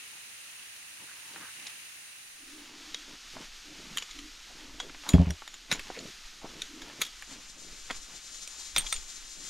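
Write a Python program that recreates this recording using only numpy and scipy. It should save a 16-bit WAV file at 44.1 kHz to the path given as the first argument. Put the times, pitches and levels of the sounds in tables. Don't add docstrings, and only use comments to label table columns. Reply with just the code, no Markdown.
import sys
import numpy as np
from scipy import signal
from scipy.fft import rfft, irfft, next_fast_len
from scipy.io import wavfile

SR = 44100
rng = np.random.default_rng(int(sys.argv[2]) if len(sys.argv) > 2 else 0)


def store_wav(level_fs):
    pcm = np.round(np.clip(np.atleast_2d(level_fs), -1, 1) * 32767)
    wavfile.write(sys.argv[1], SR, pcm.T.astype(np.int16))


N = 418509
TIME = np.arange(N) / SR


def rack_clicks(rise_s=0.00022, chatter_db=-24, chatter_t60_s=0.09, lead_in_db=-19, lead_in_s=0.0083):
    # pitch_hz, width_hz, level_db
    rack_modes = [(480, 170, -11.5), (1377, 79, 1), (1710, 980, -11.5), (2400, 560, 2), (3170, 270, 4.5),
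                  (3680, 470, 5.5), (4930, 710, -2.5), (5620, 600, 0), (6930, 380, -4.5), (8430, 370, -9),
                  (9440, 1060, -15), (11860, 900, -34)]
    # pitch_hz, level_db, t60_s (time to fade by 60 dB)
    frame_modes = [(2780, -36, 0.078), (3360, -49, 0.09), (3330, -30, 0.15), (3950, -55, 0.14),
                   (4070, -76.5, 0.049)]
    bar_modes = [(6980, 0, 0.097), (7050, -10.5, 0.1)]
    carabiner_modes = [(8640, -0.5, 0.082), (8670, -18, .07), (15460, -41, 0.079)]
    lead = SR // 50
    out, t = np.zeros(N), (np.arange(SR // 4) - lead) / SR
    after = np.maximum(t, 0)
    for start_s, level_db, pitch_hz, knock_db, edge_db, bar_db, carabiner_db, t60_s in steel_contacts():
        onset = 1 - np.exp(-after / rise_s)
        chatter = from_db(chatter_db - 60 * after / chatter_t60_s)
        blow = onset * (from_db(-60 * after / t60_s) + chatter)
        lead_in = from_db(lead_in_db) * np.exp(-abs(t) / lead_in_s)
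        force = rng.standard_normal(len(t)) * (blow + lead_in)
        clack = sum((-1) ** k * from_db(db) * resonate(force, hz * rng.normal(1, 0.075), width_hz)
                    for k, (hz, width_hz, db) in enumerate(rack_modes))
        clack += from_db(knock_db + 8) * resonate(force, 1390, 1200)
        clack += from_db(edge_db + 5) * cut(cut(force, 7400, "high"), 12500, "low", order=4)
        clack *= from_db(-10) / np.std(clack[lead:lead + SR // 250])
        clink = ring([(pitch_hz, -3, 0.016), (pitch_hz, -24, 0.11)], after)
        purity = from_db(-.9 * max(level_db + 20, 0))
        clack += purity * onset * clink
        clack += ring(frame_modes, after, spread_db=10)
        loose = from_db(bar_db - 1) * ring(bar_modes, after, spread_db=0.5)
        loose += from_db(carabiner_db - 2) * ring(carabiner_modes, after)
        loose *= from_db(np.interp(after, np.linspace(0, .25, 40), rng.normal(0, 2, 40)))
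        add(out, start_s - lead / SR, from_db(level_db) * clack + loose)
    return out


def steel_contacts(hard_above_db=-21, touches=3, gap_s=.014, first_db=-14.5, loss_db=4):
    # start_s, level_db, pitch_hz, knock_db, edge_db, bar_db, carabiner_db, t60_s
    hits = [(2.9447, -23.5, 3760, -16, -38, -52, -65, .012),
            (3.9723, -19.5, 3140, -8, -15, -33, -60, 0.014), (3.9824, -21, 2930, -19, -28, -52, -58, .014),
            (4.023, -27.5, 2950, -10, -34, -46, -62, 0.024), (4.11, -33, 3770, -25, -27, -45, -65, .022),
            (4.189, -32.5, 3050, -27, -37, -53, -67, .016), (4.8006, -24.5, 3330, -12, -39, -41, -59, .03),
            (5.09, -19, 3850, -22, -12, -28, -35, .025), (5.135, -25, 2630, 7, -40, -42, -48, 0.093),
            (5.3056, -25.5, 5700, -8, -16, -46, -44, .014), (5.4772, -31.5, 3660, 1, -23, -47, -62, .01),
            (5.541, -34.5, 7000, -4, -38, -49, -72, 0.022), (5.7142, -13, 3980, -8.5, -32, -37, -62, 0.048),
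            (5.725, -16.5, 3920, -15, -22, -29, -58, .03), (5.794, -27.5, 2600, -3, -30, -54, -70, 0.034),
            (5.9898, -32, 4250, -20, -35, -43, -67, .011), (6.619, -21, 3730, -27, -23, -45, -63, 0.014),
            (6.819, -32, 3480, -3, -45, -46, -69, .035), (7.016, -13.5, 3680, -12, -16.5, -48, -56, .018),
            (7.0196, -17, 3310, -35, -13.5, -38, -50, 0.022), (7.2227, -32.5, 2400, 2, -13, -48, -65, .014),
            (7.9094, -28, 3270, -16, -26, -41, -47, .021), (8.345, -38, 6920, -32, -33, -42, -61, .016),
            (8.4753, -30, 5800, -30, -15, -44, -40, 0.011), (8.7623, -11.5, 3540, -14, -22, -46, -40, .025),
            (8.7715, -15.5, 3540, -26, -25, -31, -42, .015),
            (8.7806, -14, 3710, -25, -9.5, -37, -16.5, .014),
            (8.8657, -27.5, 3500, -15, -33, -42, -57, 0.039),
            (8.926, -16.5, 3580, -30, -20, -35, -23, 0.013), (8.963, -31, 7000, -23, -32, -36, -43, .016)]
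    rows = list(hits)
    for start_s, db, hz, knock_db, edge_db, bar_db, carabiner_db, t60_s in hits:
        if db > hard_above_db:
            delays_s = np.cumsum(gap_s * rng.uniform(.7, 1.3, touches))
            for k, delay_s in enumerate(delays_s):
                drop = first_db - loss_db * k
                rows.append((start_s + delay_s, db + drop, hz, knock_db, edge_db,
                             bar_db + drop, carabiner_db + drop, t60_s))
    return rows


def gear_knocks(t60_s=0.043, scuff_gain=0.08):
    # start_s, peak_db, pitch_hz
    blows = [(.764, -36, 2700), (1.361, -29.5, 1130), (1.6692, -26, 3330), (2.946, -30.5, 1900),
             (3.368, -31, 600), (4.802, -26.5, 940), (4.897, -32.5, 1460), (4.947, -32, 1560),
             (5.037, -32.5, 1500), (5.1823, -26, 700), (5.421, -31.5, 890), (5.716, -27, 554),
             (5.725, -27, 161), (5.902, -25, 602), (6.444, -33.5, 199), (6.899, -33, 1300),
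             (7.2233, -31, 1590), (7.901, -24, 1120), (7.9065, -19.5, 1280), (7.91, -29, 450),
             (8.764, -23.5, 600)]
    out, t = np.zeros(N), TIME[:SR // 8]
    push = t == 0
    for start_s, peak_db, hz in blows:
        scuff = scuff_gain * np.sqrt(hz / 1000) * rng.standard_normal(len(t)) * from_db(-60 * t / t60_s)
        knock = cut(resonate(push + scuff, hz, 1.3 * hz), 2.2 * hz, "low")
        add(out, start_s, from_db(peak_db) * knock / np.abs(knock).max())
    return out


def rope_bumps(scuff_db=-27, scuff_hz=620, scuff_t60_s=0.11, rebound_s=.011, rebound_db=-4.5):
    # start_s, level_db, contact_s
    pushes = [(5.139, -2.5, 0.0031), (5.184, -10.5, 0.0045), (5.196, -8.5, 0.0039), (5.219, -17, 0.0031),
              (5.269, -16, 0.0046), (5.297, -18, 0.0058)]
    # pitch_hz, level_db, t60_s
    housing_modes = [(80.2, -4.5, 0.1), (170.2, -2, 0.061), (246, 2, 0.029), (390.4, -7.5, 0.13),
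                     (546, -12, 0.047)]
    out, t = np.zeros(N), TIME[:SR // 4]
    housing = ring(housing_modes, t)
    for start_s, level_db, contact_s in pushes:
        push = np.sin(np.linspace(0, np.pi, int(contact_s * SR)))
        boom = np.convolve(housing, push / push.sum())[:len(t)]
        scuff = cut(resonate(rng.standard_normal(len(t)), scuff_hz, 394), 760, "low", order=4)
        scuff = rms_one(scuff) * from_db(scuff_db - 60 * t / scuff_t60_s)
        bump = from_db(level_db) * (boom + scuff)
        add(out, start_s, bump)
        add(out, start_s + rebound_s, from_db(rebound_db) * bump)
    return cut(out, 70, "high")


def glove_rustle(rub_db=-3, scratch_db=-6, crackle_db=-11, patchy_db=2):
    # start_s, length_s, rub_level_db, scratch_level_db
    strokes = [(.1, 0.11, -67, -61), (.99, 0.085, -56.5, -55), (1.08, 0.29, -69.5, -54),
               (1.29, .18, -54.5, -49.5), (1.53, 0.25, -63, -54.5), (2.5, 0.56, -59.5, -54),
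               (3.06, .12, -56, -55), (3.33, .14, -47.5, -47.5), (3.62, 0.48, -56.5, -56),
               (4.46, 0.67, -56.5, -55.5), (5.05, 0.32, -43, -44.5), (5.68, 0.15, -46, -44),
               (5.83, 0.17, -56, -48.5), (5.97, .15, -45.5, -54), (6.39, 0.3, -51, -51.5),
               (6.74, 0.37, -50, -51), (7.26, .2, -54.5, -52), (7.47, 0.37, -59, -59),
               (7.87, 0.15, -58, -45.5), (8.07, 0.14, -61, -54.5), (8.5, 0.2, -74, -53),
               (8.74, 0.18, -56, -48.5), (8.91, 0.16, -71, -54), (9.34, 0.16, -57, -65)]
    # pitch_hz, level_db
    rub_spectrum = [(53, -43), (90, -12.5), (129, -7.5), (156, -4.5), (216, -4), (297, -1.5), (355, -4),
                    (488, -9), (700, -11.5), (910, -63), (1540, -120)]
    scratch_spectrum = [(300, -14), (500, -13), (900, 6.5), (1500, -0.5), (3000, 3), (6000, -31.5)]
    grip = nearness() * from_db([[-65.5], [-61]])
    rub_gain, scratch_gain = np.hypot(swells(strokes), grip)
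    rub = rub_gain * colour(slips(2500, 4.7) * from_db(patchy_db * drift(35)), rub_spectrum)
    scratch = scratch_gain * colour(slips(3000, 4.5) * from_db(patchy_db * drift(45)), scratch_spectrum)
    crackle = scratch_gain * rms_one(cut(resonate(slips(430, 4.8), 4100, 3200), 7000, "low"))
    return from_db(rub_db) * rub + from_db(scratch_db) * scratch + from_db(crackle_db) * crackle


def rope_drags(slips_per_s=1200, patchy_db=3):
    # start_s, length_s, level_db, pitch_hz
    drags = [(1.06, 0.071, -51.5, 1610), (1.376, 0.14, -49, 1500), (1.627, 0.13, -51.5, 2640),
             (3.348, 0.056, -58, 1000), (3.76, 0.27, -56.5, 187), (4.477, .08, -58.5, 706),
             (4.805, 0.079, -50, 418), (5.038, 0.088, -43, 990), (5.936, 0.058, -46, 2090),
             (5.963, 0.024, -42, 450), (6.411, 0.07, -46, 810), (6.768, 0.05, -64, 900),
             (7.31, 0.078, -56, 246), (8.092, 0.083, -63, 700), (8.837, 0.029, -50, 900),
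             (8.754, 0.057, -49, 169)]
    out = np.zeros(N)
    jerks = slips(slips_per_s, 3.5) * from_db(patchy_db * drift(90))
    for start_s, length_s, level_db, hz in drags:
        drag = jerks[int(start_s * SR):][:int(length_s * SR)]
        drag = cut(resonate(drag, hz, 0.35 * hz), 2 * hz, "low")
        arch = np.sin(np.linspace(0, np.pi, len(drag)))
        add(out, start_s, from_db(level_db) * rms_one(drag) * arch)
    return out


def sway_rumble(sway_db=-57, waver_db=2.5):
    # start_s, length_s, level_db
    lurches = [(5.05, 0.44, -48), (5.68, 0.39, -50), (6.4, 0.21, -54), (7.55, 0.7, -52.5), (8.7, 0.41, -43)]
    # pitch_hz, level_db
    spectrum = [(15, 12.5), (30, 8), (50, 1.5), (80, -10.5), (140, -44)]
    motion = np.hypot(from_db(sway_db) * nearness(), swells(lurches)[0])
    waver = from_db(waver_db * drift(9.9))
    return waver * motion * cut(colour(rng.standard_normal(N), spectrum), 160, "low")


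def hollow_hum(pitch_hz=290.5, width_hz=75, waver_db=3.5):
    # start_s, length_s, level_db
    spells = [(2.35, 0.83, -57.5), (3.6, 0.26, -62), (4.1, .24, -58.5), (4.5, 0.65, -59), (6.42, 0.26, -56),
              (6.67, 0.24, -50), (7.27, 0.22, -63), (9.36, 0.15, -67)]
    air = resonate(resonate(rng.standard_normal(N), pitch_hz, width_hz), pitch_hz, width_hz)
    return swells(spells)[0] * rms_one(air * from_db(waver_db * drift(16)))


def insect_chorus(throb_db=3):
    # time_s, level_db
    levels = [(0, -110), (6.8, -66), (7.6, -54), (8.2, -51), (8.7, -47.5), (9.49, -46.5)]
    # pitch_hz, level_db
    spectrum = [(2500, -18), (4000, -3), (5200, -1), (7300, 1), (8200, -9), (9500, -8), (10500, -16),
                (12200, -20), (14000, -36), (15500, -48)]
    return gain_curve(levels) * colour(rng.standard_normal(N), spectrum) * from_db(throb_db * drift(30))


def near_forest(waver_db=1.23):
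    # time_s, level_db
    levels = [(0, -110), (2.2, -70), (2.5, -54), (2.9, -49), (4.2, -49.5), (4.4, -50.5), (5.1, -49.5),
              (5.25, -53), (5.65, -52), (6, -48), (6.3, -51), (7.1, -50), (7.5, -52), (9.49, -51)]
    # pitch_hz, level_db
    spectrum = [(290, -42), (500, -15), (578, -21.5), (729, -7), (906, -12.5), (1260, -1.5), (1690, -1.5),
                (3440, 1.5), (6900, -2), (7640, -9.5), (8210, -9.5), (11100, -18), (12500, -17.5),
                (14900, -28), (16000, -72)]
    return gain_curve(levels) * colour(rng.standard_normal(N), spectrum) * from_db(waver_db * drift(18))


def far_forest(trill_db=-8, trill_hz=2700, flutter_hz=32, flutter_depth=0.46):
    # time_s, level_db
    levels = [(0, -47), (1, -47.5), (1.6, -46), (2.2, -48.5), (2.6, -52), (3, -86.5), (9.49, -110)]
    # pitch_hz, level_db
    left = [(35, -29.5), (80, -9), (300, -21.5), (520, -14.5), (1200, -9.5), (1900, 1.5), (2250, -2),
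            (2750, 1), (3550, -7), (5400, -5.5), (6500, -2.5), (8000, -11), (10000, -0.5), (11300, -11.5),
            (15800, -14.5)]
    right = [(35, -31.5), (80, -14), (300, -12), (520, -16.5), (1200, -6.5), (2000, -1.5), (2750, -1.5),
             (3250, -8.5), (3800, -0.5), (5300, -7.5), (6500, -3), (8000, -9), (8800, 1.5), (11800, -12.5),
             (15800, -17)]
    hiss = np.array([colour(rng.standard_normal(N), side) for side in (left, right)])
    bass = cut(hiss, 430, "low", order=1)
    hiss = hiss - bass + bass.sum(axis=0) / np.sqrt(2)
    flutter = 1 + flutter_depth * np.sin(2 * np.pi * flutter_hz * TIME + 1.7 * drift(5.26))
    band = resonate(rng.standard_normal((2, N)), trill_hz, 490)
    trill = rms_one(band * flutter * from_db(2 * drift(6.44)))
    return gain_curve(levels) * (hiss * from_db([[-.5], [.5]]) + from_db(trill_db) * trill)


def from_db(db):
    return 10 ** (np.asarray(db) / 20)


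def rms_one(x):
    return x / np.sqrt(np.mean(x ** 2) + 1e-20)


def gain_curve(rows):
    times_s, levels_db = np.transpose(rows)
    return from_db(np.interp(TIME, times_s, levels_db))


def swells(rows, attack_share=0.22, release_share=0.38):
    out = np.zeros((len(rows[0]) - 2, N))
    for start_s, length_s, *levels in rows:
        progress = np.linspace(0, 1, int(length_s * SR))
        shape = np.minimum(1, np.minimum(progress / attack_share, (1 - progress) / release_share))
        for curve, db in zip(out, levels):
            add(curve, start_s, from_db(db) * shape)
    return out


def nearness(start_s=2.2, end_s=3):
    return np.interp(TIME, [start_s, end_s], [0, 1])


def add(out, start_s, sound):
    i = int(start_s * SR)
    out[i:i + len(sound)] += sound[:N - i]


def cut(x, hz, kind, order=2):
    return signal.sosfilt(signal.butter(order, min(hz, .45 * SR), kind, fs=SR, output="sos"), x)


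def resonate(x, hz, width_hz):
    r = np.exp(-np.pi * width_hz / SR)
    feedback = [1, -2 * r * np.cos(2 * np.pi * hz / SR), r * r]
    return signal.lfilter(np.array([1, 0, -1]) * (1 - r * r) / 2, feedback, x)


def ring(modes, t, spread_db=0):
    return sum(from_db(db + spread_db * rng.normal() - 60 * t / t60_s) * np.sin(2 * np.pi * hz * t)
               for hz, db, t60_s in modes)


def drift(per_s):
    return np.interp(TIME * per_s, np.arange(4000), rng.standard_normal(4000))


def colour(x, spectrum):
    size = next_fast_len(N)
    pitches_hz, levels_db = np.transpose(spectrum)
    hz = np.fft.rfftfreq(size, 1 / SR)
    gain = from_db(np.interp(np.log(hz + 1), np.log(pitches_hz), levels_db))
    return rms_one(irfft(rfft(x, size) * gain, size)[..., :N])


def slips(per_s, spread_db):
    ticks = (rng.random(N) < per_s / SR) * rng.choice([-1, 1], N)
    return ticks * from_db(spread_db * np.minimum(rng.exponential(1, N), 4))


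def scene(treble_hz=12000, scatter_t60_s=0.0041, insect_pan_db=1.5, insect_width_db=-8):
    # time_s, side_db
    widths = [(0, -7), (3, -60), (4.8, -46.5), (5.15, -14.5), (5.6, -50), (6.9, -30), (7.6, -17),
              (8.5, -13.5), (9.49, -11)]
    rumble, hiss, insects = sway_rumble(), near_forest(), insect_chorus()
    close = rack_clicks() + gear_knocks() + rope_bumps() + glove_rustle() + rope_drags()
    close += hollow_hum() + rumble + hiss
    side = gain_curve(widths) * signal.hilbert(close, next_fast_len(N)).imag[:N]
    t = TIME[:SR // 50]
    scatter = rng.standard_normal(len(t)) * from_db(-60 * t / scatter_t60_s)
    wide = from_db(insect_width_db) * insects + cut(close + insects, treble_hz, "high", order=8)
    side += signal.fftconvolve(wide, scatter / np.linalg.norm(scatter))[:N]
    panned_insects = insects * from_db([[insect_pan_db], [-insect_pan_db]])
    return far_forest() + close + panned_insects + side * [[1], [-1]]


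def record(dry):
    cutoff_hz = 15800
    return signal.sosfilt(signal.ellip(10, .2, 80, cutoff_hz, fs=SR, output="sos"), dry)


dry = scene()
out = record(dry)
store_wav(out)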